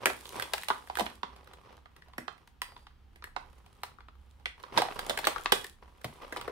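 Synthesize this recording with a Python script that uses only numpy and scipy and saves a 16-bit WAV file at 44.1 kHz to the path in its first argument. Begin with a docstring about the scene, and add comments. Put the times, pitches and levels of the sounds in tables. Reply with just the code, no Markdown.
"""A big blister pack of toys is lifted, tilted and gripped close to a handheld microphone in a small room.
It opens with rubbing fingers (clumped noise grains), shell snaps (ringing noise bursts) and a card thud (low noise);
from 0.7 s loose toys knock in their pockets (short blunt bursts), then come sparse taps and small snaps.
From 4.7 to 5.6 s the handling is busiest; rubbing, faint crackle and a few snaps lead to the end at 6.5 s.
Rumble, hum and hiss lie beneath throughout, and a decaying noise tail gives the room's reflections."""
import sys
import numpy as np
from scipy import signal
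from scipy.fft import rfft, irfft
from scipy.io import wavfile

SR = 44100
rng = np.random.default_rng(int(sys.argv[2]) if len(sys.argv) > 2 else 0)


def put_to_file(sound):
    """Save the sound as 16-bit audio at rate SR, in the file named by the first command-line argument."""
    columns = np.atleast_2d(sound).T  # one column per channel
    safe = np.clip(columns, -1, 1)
    whole_steps = np.round(safe * 32767)
    wavfile.write(sys.argv[1], SR, whole_steps.astype(np.int16))


N = 287091
TIME = np.arange(N) / SR

# Low rumble at the microphone: t/s, level/dB
RUMBLE_CURVE = [(0.0, -73), (2.55, -71), (3.14, -61), (4.22, -70), (5.35, -52), (6.07, -72), (6.24, -57),
                (6.51, -65)]
# Hum in the room: t/s, level/dB
HUM_CURVE = [(0.0, -65), (1.1, -58), (2.3, -66), (3.1, -58.5), (4.4, -56.5), (4.6, -63), (6.51, -61.5)]
# Spectrum of the room's hiss: f/Hz, level/dB (per Hz)
HISS_SPECTRUM = [(47, -22), (80, 0.5), (201, -5.5), (482, -16.5), (613, -23), (780, -13.5), (2330, -24),
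                 (3100, -23.5), (7440, -38), (15000, -40)]
# Hands slide, tilt or regrip the pack: start t/s, length/s, rub level/dB, crinkle level/dB (both before trim)
HAND_MOVES = [(0.0, .1, -46, -56), (0.15, .54, -57, -54), (0.305, .07, -43, -54), (0.72, .42, -56, -60),
              (1.26, .5, -59, -73), (1.9, .52, -68, -80), (2.66, .17, -67, -70), (3.35, .57, -67, -74),
              (4.18, .28, -73, -78), (4.56, .16, -61, -70), (4.72, .73, -47.5, -56), (4.75, .015, -37, -49),
              (5.52, .09, -56, -49), (5.81, .03, -54, -74), (5.86, .35, -65, -74), (6.06, .12, -68, -66),
              (6.21, .28, -52, -64)]
# Spectrum of skin on card and plastic: f/Hz, level/dB (per Hz)
RUB_SPECTRUM = [(65, -42), (110, -1.5), (156, -6.5), (267, -7), (496, -5.5), (567, -2), (637, -8),
                (1070, -1.5), (1650, -12.5), (2470, -13), (6000, -25), (7800, -55), (13200, -120)]
# Spectrum of the shell's fine crackle: f/Hz, level/dB (per Hz)
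CRINKLE_SPECTRUM = [(2000, -2), (3500, 4.5), (6000, -3), (10000, 0.5), (15000, -9)]
# Resonances of the shell on its card: f/Hz, width/Hz, level/dB
SHELL_MODES = [(400, 45, 6.5), (484, 18, 5.5), (744, 42, 3), (830, 50, 2.5), (942, 60, 3.5), (1197, 63, 3),
               (1560, 120, 1), (2005, 120, 2.5), (3140, 330, 2), (4530, 150, -12), (6250, 200, -5),
               (8910, 730, 7)]
# Reflections of the room: f/Hz, t60/s, reflected level/dB
ROOM_DECAY = [(150, 0.65, -13), (400, 0.25, -8.5), (1000, 0.26, -8.5), (3000, 0.28, -8), (7000, 0.25, -6),
              (14000, .25, -8.5)]
# Facets of the shell pop over: t/s, level/dB (at 700-1800 Hz), body/dB, bite/dB (both relative to the level),
# ring f/Hz, left-right/dB
SHELL_SNAPS = [(0.0565, -23, -8, 2, 2250, -1), (0.068, -27.5, -2, -6, 1670, 0),
               (0.0985, -34.5, -4, -5, 530, -3), (0.2547, -57.5, -15, 12, 3520, -2),
               (0.3969, -34, -12, -3, 1610, -5), (0.4226, -37, -5, 3.5, 970, 0),
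               (0.5347, -28.5, -8, -.5, 830, 2), (0.5795, -43, -15, 3.5, 1640, -2),
               (0.6217, -56, -14, 9, 3800, -1), (0.6339, -46, -18, 4, 1700, 2),
               (0.6841, -33, -9, .5, 716, -4), (0.954, -42.5, -20, 3, 1160, 0),
               (0.9707, -33.5, -9, -3, 1510, -6), (0.9866, -29.5, -14, -9, 815, -9),
               (0.9947, -28.5, -.5, -3.5, 700, -11), (1.0065, -29, -1.5, -7, 970, 6),
               (1.5341, -53, -3.5, -1.5, 1210, -1), (2.1805, -36.5, -5, -3, 1770, -3),
               (2.4745, -60, -14, 1, 890, 2), (2.6176, -34.5, -17, 1, 1000, -2),
               (3.1579, -59.5, -3, 1, 2090, -4), (3.2407, -42.5, -14, -2.5, 1920, 0),
               (3.8337, -35, -12, -4, 985, 0), (4.7805, -26.5, 1, -1, 510, -1),
               (4.8192, -25, -12, -8, 740, -1), (4.9911, -33.5, -11, -3, 1100, -2),
               (5.0952, -33, 1, 5, 3420, -4), (5.104, -31.5, -2, -10, 583, -2),
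               (5.1744, -33.5, -10, 1, 1750, -1), (5.1888, -34, -7, -2, 630, 2),
               (5.2503, -43.5, 0, 11, 3640, 0), (5.2699, -21, -5, -2.5, 1050, -2),
               (5.5205, -19, -2.5, 1.5, 3120, -3), (5.644, -44, -7, 2, 1780, 1),
               (6.0433, -38, 1, 0, 1070, 0), (6.3235, -38, -2, -5, 1820, -1),
               (6.3615, -35, -7, -13, 1000, -2), (6.369, -43, 4, 2.5, 1000, 3),
               (6.4122, -43, -14, 0, 1330, -1), (6.4776, -35.5, 3, -15, 466, 4)]
# Edges of the body, level, bite and air ranges: f/Hz
RANGE_EDGES = [270, 700, 1800, 4500, 16000]
# The backing card flexes or is patted: t/s, level/dB, pitch f/Hz
CARD_THUDS = [(0.057, -45, 190), (0.703, -50.5, 200), (1.007, -35, 188), (1.232, -50, 170),
              (2.183, -41.5, 213), (4.776, -38, 210), (5.095, -44, 188), (5.269, -49, 202),
              (5.523, -40, 199), (6.048, -36.5, 136)]
# Stiff toys and taut pockets ring on: t/s, pitch f/Hz, starting level/dB (before the side balance), t60/s
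TOY_RINGS = [(0.057, 510, -44, .2), (2.28, 4090, -68, .4), (2.618, 4790, -57, .7), (2.622, 8790, -64, .4),
             (3.363, 950, -25, .02), (4.457, 1990, -48, .2), (4.82, 820, -33, .1), (5.523, 392, -17, .065)]
# Loose toys knock against their pockets: t/s, level/dB (at 700-1800 Hz), bite/dB (relative to the level),
# ring f/Hz, left-right/dB
TOY_KNOCKS = [(0.7021, -22, -12, 1110, -1), (0.709, -27.5, -17, 1180, -7), (0.8983, -33, -13, 716, -4),
              (1.0639, -35.5, -3, 2720, -6), (1.2314, -30, -8.5, 1035, -4), (1.8572, -51.5, -7, 1220, -3),
              (2.021, -57, 2, 1800, -1), (2.1346, -53, -5, 1000, -1), (2.2796, -35, -6, 1200, -10),
              (2.7644, -48, -5.5, 1010, 0), (2.8676, -51.5, -3, 1060, -1), (3.2232, -48, -6, 1100, -2),
              (3.2714, -50.5, -16, 1260, -7), (3.363, -29.5, -10, 953, -7), (3.9854, -50.5, -16, 1210, 8),
              (4.0049, -53, -5, 1240, -1), (4.0839, -50.5, -8, 1230, 0), (4.4569, -35.5, 6, 2280, -3),
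              (4.6366, -41, -7, 1130, -5), (4.775, -18.5, -5, 938, -8), (4.8851, -36, -11, 660, 1),
              (5.242, -35, 1, 1550, -5), (5.3607, -30.5, -13, 1240, 6), (5.381, -41, -4, 1420, 1),
              (5.4581, -26.5, -2, 1180, 3)]

# Faint ticks: typical level at the reference rub, and how much of the rub's swing they follow
TICK_DB, TICK_REFERENCE_RUB_DB, TICK_FOLLOWS = -58, -62, .7
TICK_BODY_DB, TICK_BITE_DB, TICK_RING_HZ = -8, -7, 1100  # typical values; bite and ring are scattered
TICK_SPREAD_DB, TICK_BITE_SPREAD_DB, TICK_RING_SPREAD_OCTAVES = 2.5, 4, .45
# Snaps: top octaves against the bite; decay at equal body and level, doubling for each step of body
SNAP_AIR_DB, SNAP_DECAY_S, SNAP_DOUBLING_DB = -6.5, .0056, 13
# Knocks are small and blunt: little bass, little air against the bite, short
KNOCK_BODY_DB, KNOCK_AIR_DB, KNOCK_DECAY_S = -13, -20, .003


def from_db(db):
    """Decibels to gain."""
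    return 10 ** (np.asarray(db) / 20)


def rms_one(x):
    """Scale to rms 1."""
    return x / np.sqrt(np.mean(x ** 2) + 1e-20)


def burst_one(x):
    """Scale a short sound to the energy of 10 ms at rms 1."""
    energy = np.mean(np.sum(x ** 2, axis=-1))
    return x / np.sqrt(energy / (SR / 100) + 1e-20)


def level_curve(rows):
    """Draw straight lines between the points of a level table, one value a sample."""
    seconds, db = np.transpose(rows)
    return np.interp(TIME, seconds, db)


def at_hz(points, hz, column=1):
    """Read a table column on a log-frequency axis."""
    points = np.array(points)
    return np.interp(np.log(hz), np.log(points[:, 0]), points[:, column])


def band(low, high):
    """Steep Butterworth band-pass, third order."""
    return signal.butter(3, [low, min(high, .45 * SR)], "band", fs=SR, output="sos")


def resonate(x, hz, width_hz):
    """One two-pole resonance with a gain of about 1 at its peak."""
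    radius = np.exp(-np.pi * width_hz / SR)
    feed = np.array([1, 0, -1]) * (1 - radius ** 2) / 2
    feedback = [1, -2 * radius * np.cos(2 * np.pi * hz / SR), radius ** 2]
    return signal.lfilter(feed, feedback, x)


def colour(x, spectrum):
    """Give a steady sound a spectrum that falls steeply at the low end; rms 1."""
    hz = np.arange(1, N // 2 + 2) * SR / N
    low_cut = 1 + (.7 * spectrum[0][0] / hz) ** 4
    return rms_one(irfft(rfft(x) * from_db(at_hz(spectrum, hz)) / low_cut, N))


def drift(rate):
    """Slow chance: random points of spread 1, rate per second, joined by lines."""
    count = int(N / SR * rate) + 2
    return np.interp(TIME * rate, np.arange(count), rng.standard_normal(count))


def add(out, s, sound):
    """Mix a short stereo sound in at time s."""
    start = max(0, round(s * SR))
    out[:, start:start + sound.shape[-1]] += sound[..., :max(0, N - start)]


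def stereo(three, alike):
    """Blend one shared and two separate signals into a left-right pair."""
    alike = np.clip(alike, 0, 1)
    return np.sqrt(alike) * three[0] + np.sqrt(1 - alike) * three[1:]


def background():
    """A low rumble and a wavering hum, each noise through two narrow resonances, over the room's faint hiss."""
    out = from_db(-66) * colour(stereo(rng.standard_normal((3, N)), .41), HISS_SPECTRUM)
    for curve, hz, width_hz in ((RUMBLE_CURVE, 30.5, 8), (HUM_CURVE, 63.2, 17)):
        noise = stereo(rng.standard_normal((3, N)), .99)
        drone = resonate(resonate(noise, hz, width_hz), hz, width_hz)
        sides = from_db([[-1.4], [1.4]])
        out = out + from_db(level_curve(curve)) * rms_one(drone) * sides
    return out


def hand_gains(attack_s=.02, release_s=.045):
    """Each move of the hands swells, holds and dies away: gain of the rub and of the crinkle."""
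    gains = 0
    for s, length, rub_db, crinkle_db in HAND_MOVES:
        swell = np.clip((TIME - s) / attack_s, 0, 1)
        release = np.exp(-np.maximum(TIME - s - length, 0) / release_s)
        gains = gains + swell * release * from_db([[rub_db], [crinkle_db]])
    return gains


def slips(per_s, spread_db, smear_s):
    """Tiny stick-slip releases of uneven size come in clumps; each scatters briefly through the sheet."""
    clumping = from_db(4 * drift(14))
    born = rng.random(N) < per_s * clumping / SR
    size_db = spread_db * np.minimum(rng.exponential(1, N), 4)
    energy = born * from_db(size_db) ** 2
    energy = signal.lfilter([1], [1, -np.exp(-2 / (smear_s * SR))], energy + 1e-18)
    return rms_one(np.sqrt(energy) * stereo(rng.standard_normal((3, N)), .51))


def shell(x):
    """The shell's resonances stand out of whatever excites it."""
    return x + sum((from_db(db) - 1) * resonate(x, hz, width_hz) for hz, width_hz, db in SHELL_MODES)


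def handling(rub_trim_db=1, crinkle_trim_db=-1, hiss_db=-4):
    """Skin drags over card and plastic in small slips; the strained shell crackles finely."""
    rub_gain, crinkle_gain = hand_gains()
    rub = colour(shell(slips(per_s=380, spread_db=3.6, smear_s=.0035)), RUB_SPECTRUM)
    hiss = from_db(hiss_db) * stereo(rng.standard_normal((3, N)), .4)
    crackle = slips(per_s=100, spread_db=6.5, smear_s=.0015)
    crinkle = colour(crackle + hiss, CRINKLE_SPECTRUM)
    rub = rub_gain * from_db(rub_trim_db) * rub
    crinkle = crinkle_gain * from_db(crinkle_trim_db) * crinkle
    return (rub + crinkle) * from_db([[-1], [1]])  # leans right


def room(x, first_s=.0024, build_s=.0016):
    """Reflections from table and walls: noise tails that die away octave by octave."""
    t, response = np.arange(SR // 2) / SR, 0
    swell = 1 - np.exp(-np.maximum(t - first_s, 0) / build_s)
    for hz in 125 * 2 ** np.arange(8):
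        # long waves reach both ports alike
        white = stereo(rng.standard_normal((3, len(t))), 1 / (1 + (hz / 450) ** 2))
        fade = swell * from_db(-60 * t / at_hz(ROOM_DECAY, hz))
        unit_tail = white * fade / np.sqrt(np.sum(fade ** 2))
        tail = signal.sosfilt(band(hz / np.sqrt(2), hz * np.sqrt(2)), unit_tail)
        response = response + from_db(at_hz(ROOM_DECAY, hz, column=2)) * tail
    return signal.fftconvolve(x, response, axes=1)[:, :N]


def ticks(count=32):
    """Tiny snaps at random moments, stronger the harder the hands rub; rows like those of SHELL_SNAPS."""
    moments = (np.arange(count) + rng.random(count)) / count * TIME[-1]
    rub_db = 20 * np.log10(np.interp(moments, TIME, hand_gains()[0]) + 1e-4)
    levels = TICK_DB + TICK_FOLLOWS * (rub_db - TICK_REFERENCE_RUB_DB)
    rows = []
    for s, db, (size, hard, pitch, side) in zip(moments, levels, rng.standard_normal((count, 4))):
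        bite_db = TICK_BITE_DB + TICK_BITE_SPREAD_DB * hard
        ring_hz = TICK_RING_HZ * 2 ** (TICK_RING_SPREAD_OCTAVES * pitch)
        rows.append((s, db + TICK_SPREAD_DB * size, TICK_BODY_DB, bite_db, ring_hz, 2 * side))
    return rows


def strike(db, body_db, bite_db, air_db, ring_hz, decay_s, pan_db):
    """One blow on the shell: a crack, then bending waves scatter through the sheet over a brief ring."""
    ring_db, ring_q = 14, 4.13
    rise_s, linger_db, linger_s = .0003, -20, .016
    t = np.arange(SR // 22) / SR
    scatter, sound = rng.standard_normal((3, len(t))), 0
    # a soft contact has little air, and its treble slopes away
    softness_hz = np.clip(32000 * from_db(.55 * (air_db - bite_db)), 6000, .45 * SR)
    softness = signal.butter(2, softness_hz, fs=SR)
    # the shorter the decay, the stronger the crack
    crack = 2.5 * np.exp(-decay_s / .002) * signal.unit_impulse(len(t), round(rise_s * SR))
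    ranges = zip(RANGE_EDGES, RANGE_EDGES[1:], (body_db, 0, bite_db, air_db), (1.5, 1.0, .9, .7))
    for low, high, relative_db, lasts in ranges:
        # short waves die first; the whole sheet lingers a little
        fade = np.exp(-t / max(decay_s * lasts, 1e-4)) + from_db(linger_db) * np.exp(-t / linger_s)
        waves = scatter * fade * (1 - np.exp(-t / rise_s))
        waves = waves / np.sqrt(np.sum(waves ** 2, axis=1, keepdims=True))
        waves[0] += crack
        waves = signal.lfilter(*softness, stereo(waves, .62))
        ring = resonate(waves, ring_hz, ring_hz / ring_q)
        waves = shell(waves + from_db(ring_db) * ring)
        part = burst_one(signal.sosfilt(band(low, high), waves))
        sound = sound + from_db(db + relative_db) * part
    sides = rms_one(from_db(np.array([pan_db, -pan_db]) / 2))
    # the left port hears it earlier or later than the right, with the balance
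    lead_s = .000035 * np.clip(pan_db - 2, -7, 7)
    left = np.interp(t + lead_s, t, sound[0], left=0)
    return np.array([left, sound[1]]) * sides[:, None]


def snaps():
    """Facets of the shell pop over; wider facets have more body and last longer. Ticks are tiny snaps."""
    out = np.zeros((2, N))
    for s, db, body_db, bite_db, ring_hz, pan_db in list(SHELL_SNAPS) + ticks():
        decay_s = SNAP_DECAY_S * 2 ** (body_db / SNAP_DOUBLING_DB)
        add(out, s, strike(db, body_db, bite_db, bite_db + SNAP_AIR_DB, ring_hz, decay_s, pan_db))
    return out


def thuds(decay_s=.021, q=1.05):
    """The card answers a push with a dull, broad, low resonance."""
    out, t = np.zeros((2, N)), np.arange(SR // 4) / SR
    for s, db, hz in CARD_THUDS:
        push = stereo(rng.standard_normal((3, len(t))), .92) * np.exp(-t / decay_s)
        thud = resonate(resonate(push, hz, hz / q), hz, hz / q)
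        add(out, s, from_db(db) * burst_one(thud))
    return out


def toys():
    """Each struck toy or pocket rings as one decaying sine, reaching the two ports out of step."""
    out, t = np.zeros((2, N)), np.arange(SR // 2) / SR
    for s, hz, db, t60 in TOY_RINGS:
        left_lag = 2 * np.pi * hz * .00015  # 0.15 ms as phase
        phases = rng.uniform(0, 2 * np.pi) - np.array([[left_lag], [0]])
        fade = from_db(db - 60 * t / t60) * (1 - np.exp(-t / .0005))
        add(out, s, fade * np.sin(2 * np.pi * hz * t + phases) * from_db([[-2], [2]]))
    return out


def knocks():
    """Loose toys strike their pockets: short, blunt blows that set the shell ringing."""
    out = np.zeros((2, N))
    for s, db, bite_db, ring_hz, pan_db in TOY_KNOCKS:
        air_db = bite_db + KNOCK_AIR_DB
        add(out, s, strike(db, KNOCK_BODY_DB, bite_db, air_db, ring_hz, KNOCK_DECAY_S, pan_db))
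    return out


def scene():
    """The pack, its reflections, the ringing toys and the room's own sound."""
    pack = handling() + snaps() + thuds() + knocks()
    return pack + room(pack) + toys() + background()


def record(dry):
    """The top of the treble is cut steeply at 15.7 kHz."""
    return signal.sosfilt(signal.ellip(10, .2, 80, 15700, fs=SR, output="sos"), dry)


dry = scene()
out = record(dry)
put_to_file(out)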